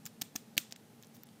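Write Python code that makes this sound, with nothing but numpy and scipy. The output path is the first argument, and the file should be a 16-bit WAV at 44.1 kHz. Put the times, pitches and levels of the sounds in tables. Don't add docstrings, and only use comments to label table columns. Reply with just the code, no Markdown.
import sys
import numpy as np
from scipy import signal
from scipy.fft import rfft, irfft
from scipy.io import wavfile
from scipy.ndimage import uniform_filter1d

SR = 44100
rng = np.random.default_rng(int(sys.argv[2]) if len(sys.argv) > 2 else 0)


def dump_mix(stems):
    frames = np.atleast_2d(stems).T
    limited = np.clip(frames, -1, 1)
    pcm = np.round(limited * 32767).astype(np.int16)
    wavfile.write(sys.argv[1], SR, pcm)


def nominal_scale(level):
    x = np.asarray(level, float) / 20
    return 10 ** x


N = 61739


def ring(x, hz, t60):
    radius = nominal_scale(-60 / (t60 * SR))
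    angle = 2 * np.pi * hz / SR
    return signal.lfilter([0, np.sin(angle)], [1, -2 * radius * np.cos(angle), radius ** 2], x + 1e-18)


def rms_one(x):
    return x / np.sqrt(np.mean(x ** 2) + 1e-20)


def clicks(times, size):
    out = np.zeros(N)
    np.add.at(out, (np.asarray(times) * SR).astype(int), size)
    return out


def high_pass(x, hz, order):
    return signal.sosfilt(signal.butter(order, hz, "high", fs=SR, output="sos"), x)


def highs_of(x, hz, order):
    return signal.sosfiltfilt(signal.butter(order, hz, "high", fs=SR, output="sos"), x)


def filtered_noise(gain):
    return rms_one(irfft(rfft(rng.standard_normal(N)) * gain, N))


def coloured(points):
    hz = np.fft.rfftfreq(N, 1 / SR) + 1
    point_hz, point_db = np.transpose(points)
    return filtered_noise(nominal_scale(np.interp(np.log(hz), np.log(point_hz), point_db)))


def floor():
    # (frequency [Hz], level [dB per Hz])
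    floor_colour = [(18, -92), (30, -58), (90, -24), (144, -4.5), (237, -8.5), (369, -16.5), (492, -16.5),
                    (1020, -25), (15500, -34.5)]
    # (centre [Hz], width [Hz], level [dB rms])
    rumble = [(115.4, 33, -72.5), (148, 25, -76), (225, 34, -63), (423, 98, -74.5), (820, 100, -76)]
    floor_db = -61
    hz = np.fft.rfftfreq(N, 1 / SR)
    out = nominal_scale(floor_db) * coloured(floor_colour)
    for centre_hz, width_hz, db in rumble:
        peak = 1 / (1 + (2 * (hz - centre_hz) / width_hz) ** 2)
        out += nominal_scale(db) * filtered_noise(peak)
    return out


def room(x):
    # (frequency [Hz], level [dB per Hz])
    room_colour = [(590, -35), (1000, -14), (3570, -6), (4980, -8.5), (8640, -4.5), (10900, -15),
                   (11800, -7), (15500, -2)]
    room_db, build_up_s = -41, 0.0044
    low_t60_s, top_t60_s, top_hz = 0.31, 0.15, 9000
    t = np.arange(SR // 2) / SR
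    noise = coloured(room_colour)
    top = highs_of(noise, top_hz, order=2)
    out = np.zeros(N)
    for part, t60 in ((noise - top, low_t60_s), (top, top_t60_s)):
        decay = nominal_scale(-60 * t / t60) * (1 - np.exp(-t / build_up_s))
        power = signal.fftconvolve(x ** 2, decay ** 2)[:N]
        out += part * np.sqrt(np.abs(power))
    return nominal_scale(room_db) * out


def bumps():
    # (time [s], peak level [dB], pitch [Hz], knock level re bump [dB], knock pitch [Hz])
    bump_table = [
        (0.054, -42, 174, -13.5, 694),
        (0.2173, -39, 274, -2, 730),
        (.355, -34, 265, -5.5, 754),
        (0.569, -37, 198, -6.5, 560),
        (0.578, -35.5, 311, -5, 712),
        (0.7242, -52, 262, 3.5, 684),
    ]
    bump_t60_s, knock_t60_s = 0.033, 0.022
    out = np.zeros(N)
    for s, db, hz, knock_db, knock_hz in bump_table:
        out += ring(clicks([s], nominal_scale(db)), hz, bump_t60_s)
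        out += ring(clicks([s], nominal_scale(db + knock_db)), knock_hz, knock_t60_s)
    return out


def slides():
    # (start [s], length [s], level [dB rms], centre pitch [Hz])
    slide_table = [
        (.052, 0.026, -51.5, 5300),
        (0.212, 0.013, -45.5, 5100),
        (0.354, 0.015, -43.5, 6240),
        (0.565, 0.013, -46, 4800),
        (.709, 0.016, -63, 6000),
        (1.029, 0.024, -66, 5770),
        (1.136, 0.042, -64.5, 6000),
        (1.231, 0.0099, -64.5, 6000),
    ]
    grains_per_s, grain_t60_s = 5500, 0.0012
    tip_hz, tip_db = 14000, 0
    dull_hz, dull_db = 1900, -5
    t = np.arange(N) / SR
    hits = rng.random((3, N)) < grains_per_s / SR
    grains = hits * rng.standard_normal((3, N)) * rng.exponential(1, (3, N))
    tip = nominal_scale(tip_db) * rms_one(ring(grains[1], tip_hz, grain_t60_s))
    dull = nominal_scale(dull_db) * rms_one(ring(grains[2], dull_hz, grain_t60_s))
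    out = np.zeros(N)
    for start, length, db, centre_hz in slide_table:
        stroke = np.sin(np.pi * np.clip((t - start) / length, 0, 1)) ** 0.76
        scrape = rms_one(ring(grains[0], centre_hz, grain_t60_s))
        out += nominal_scale(db) * stroke * (scrape + tip + dull)
    return out


def focus(hz, centre_hz):
    width_oct, skirt_db = 0.22, -15
    return np.exp(-0.5 * (np.log2(hz / centre_hz) / width_oct) ** 2) + nominal_scale(skirt_db)


def shiver(times, db):
    shiver_db, shiver_t60_s, shiver_hz = -21.5, 0.024, 6000
    uneven = rng.standard_normal(N) * rng.exponential(1, N)
    rattle = rms_one(ring(uneven, shiver_hz, 0.001))
    fade = nominal_scale(-60 / (shiver_t60_s * SR))
    return rattle * signal.lfilter([1], [1, -fade], clicks(times, nominal_scale(db + shiver_db)))


def contacts():
    # (time [s], peak level [dB], centre pitch [Hz], tip
    # level re snap [dB], tip pitch [Hz])
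    contact_table = [(.0550, -31, 7140, -16, 14700), (.0626, -33, 7030, -2.5, 12300),
                     (0.0626, -34, 6900, -3, 15100), (.0642, -33, 2500, 2, 15500),
                     (0.2146, -27.5, 5030, -13, 14600), (0.218, -28.5, 7440, 2.5, 13500),
                     (0.218, -28.5, 7600, 4, 15000), (0.2186, -20.5, 5530, -8, 11900),
                     (0.2198, -22.5, 3350, -8, 14700), (.2217, -64, 3860, -8, 14500),
                     (.3556, -31.5, 6900, -12, 11600), (0.3594, -31, 6850, -1, 14100),
                     (0.3583, -36.5, 8300, 0, 14600), (0.3609, -20.5, 5700, -13, 12000),
                     (.3607, -31.5, 1770, -12, 14000), (0.5693, -26.5, 2540, -17, 15100),
                     (.5766, -27.5, 4670, 7.5, 13300), (.5790, -7.5, 2750, -21, 14600),
                     (.5791, -9.5, 5550, -5.5, 14200), (0.7101, -43, 7240, -12, 14000),
                     (0.716, -50, 7970, 0, 14000), (.7225, -63, 6400, -12, 14000),
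                     (0.7239, -23, 5150, -20, 14500), (0.7622, -37.5, 7470, -27, 14000),
                     (0.7102, -43.5, 3700, -16, 11100),
        (0.7607, -41.5, 3250, -21, 12000),
        (0.762, -39.5, 1830, -13, 14000),
        (1.0259, -39, 6800, -8, 14400),
        (1.0347, -44.5, 3870, -9, 13000),
        (1.167, -51, 3800, 2, 10800),
        (1.2346, -43, 5680, 9.5, 14700),
        (1.2700, -56.5, 3520, 7.5, 10800),
        (1.0700, -52.5, 7100, -1, 13000),
        (1.289, -53.5, 4050, 1, 8000),
    ]
    # (pitch [Hz], level [dB])
    body_modes = [(1850, -5.5), (2600, -11), (3670, 0), (5300, -5), (6200, -6), (7300, 4.5), (8300, -6.5),
                  (9100, -1), (12500, 1), (15000, -24)]
    snap_t60_s, tip_t60_s, body_t60_s = 0.0022, 0.003, 0.005
    modes_db, strike_spread_db = -9.5, 6.5
    times, db, centre_hz, tip_db, tip_hz = np.transpose(contact_table)
    out = np.zeros(N)
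    for i, s in enumerate(times):
        out += ring(clicks([s], nominal_scale(db[i])), centre_hz[i], snap_t60_s)
        out += ring(clicks([s], nominal_scale(db[i] + tip_db[i])), tip_hz[i], tip_t60_s)
    for k, (hz, level_db) in enumerate(body_modes):
        luck_db = strike_spread_db * rng.standard_normal(len(times))
        size = nominal_scale(db + modes_db + level_db + luck_db) * focus(hz, centre_hz)
        out += ring(clicks(times, (-1) ** k * size), hz, body_t60_s)
    return out + shiver(times, db)


def scene():
    lock = high_pass(contacts(), 1650, order=6) + high_pass(slides(), 900, order=4)
    hand = high_pass(bumps(), 90, order=2)
    hiss_limit = signal.cheby2(12, 50, 16100, fs=SR, output="sos")
    background = signal.sosfilt(hiss_limit, floor() + room(lock))
    return (lock + hand + background)[None]


def roll_off(x):
    return signal.sosfilt(signal.butter(12, 16810, fs=SR, output="sos"), x)


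def record(dry):
    # (start [s], length [s], above [Hz], change [dB])
    lost_highs = [
        (.5610, .0065, 1400, -30),
        (.2288, .0052, 2000, -14),
        (.3705, .003, 10500, -25),
        (.7010, .007, 8000, -12),
        (.7350, .020, 7000, -22),
        (1.038, .008, 7500, -12),
        (1.243, .013, 6000, -20),
    ]
    t = np.arange(N) / SR
    out = dry.copy()
    for start, length, hz, db in lost_highs:
        inside = (t > start) & (t < start + length)
        gate = uniform_filter1d(1.0 * inside, size=30)
        out = out - (1 - nominal_scale(db)) * gate * highs_of(out, hz, order=4)
    top_cut = signal.cheby2(10, 60, 17200, fs=SR, output="sos")
    mix = signal.sosfilt(top_cut, out)
    return roll_off(mix)


dry = scene()
out = record(dry)
dump_mix(out)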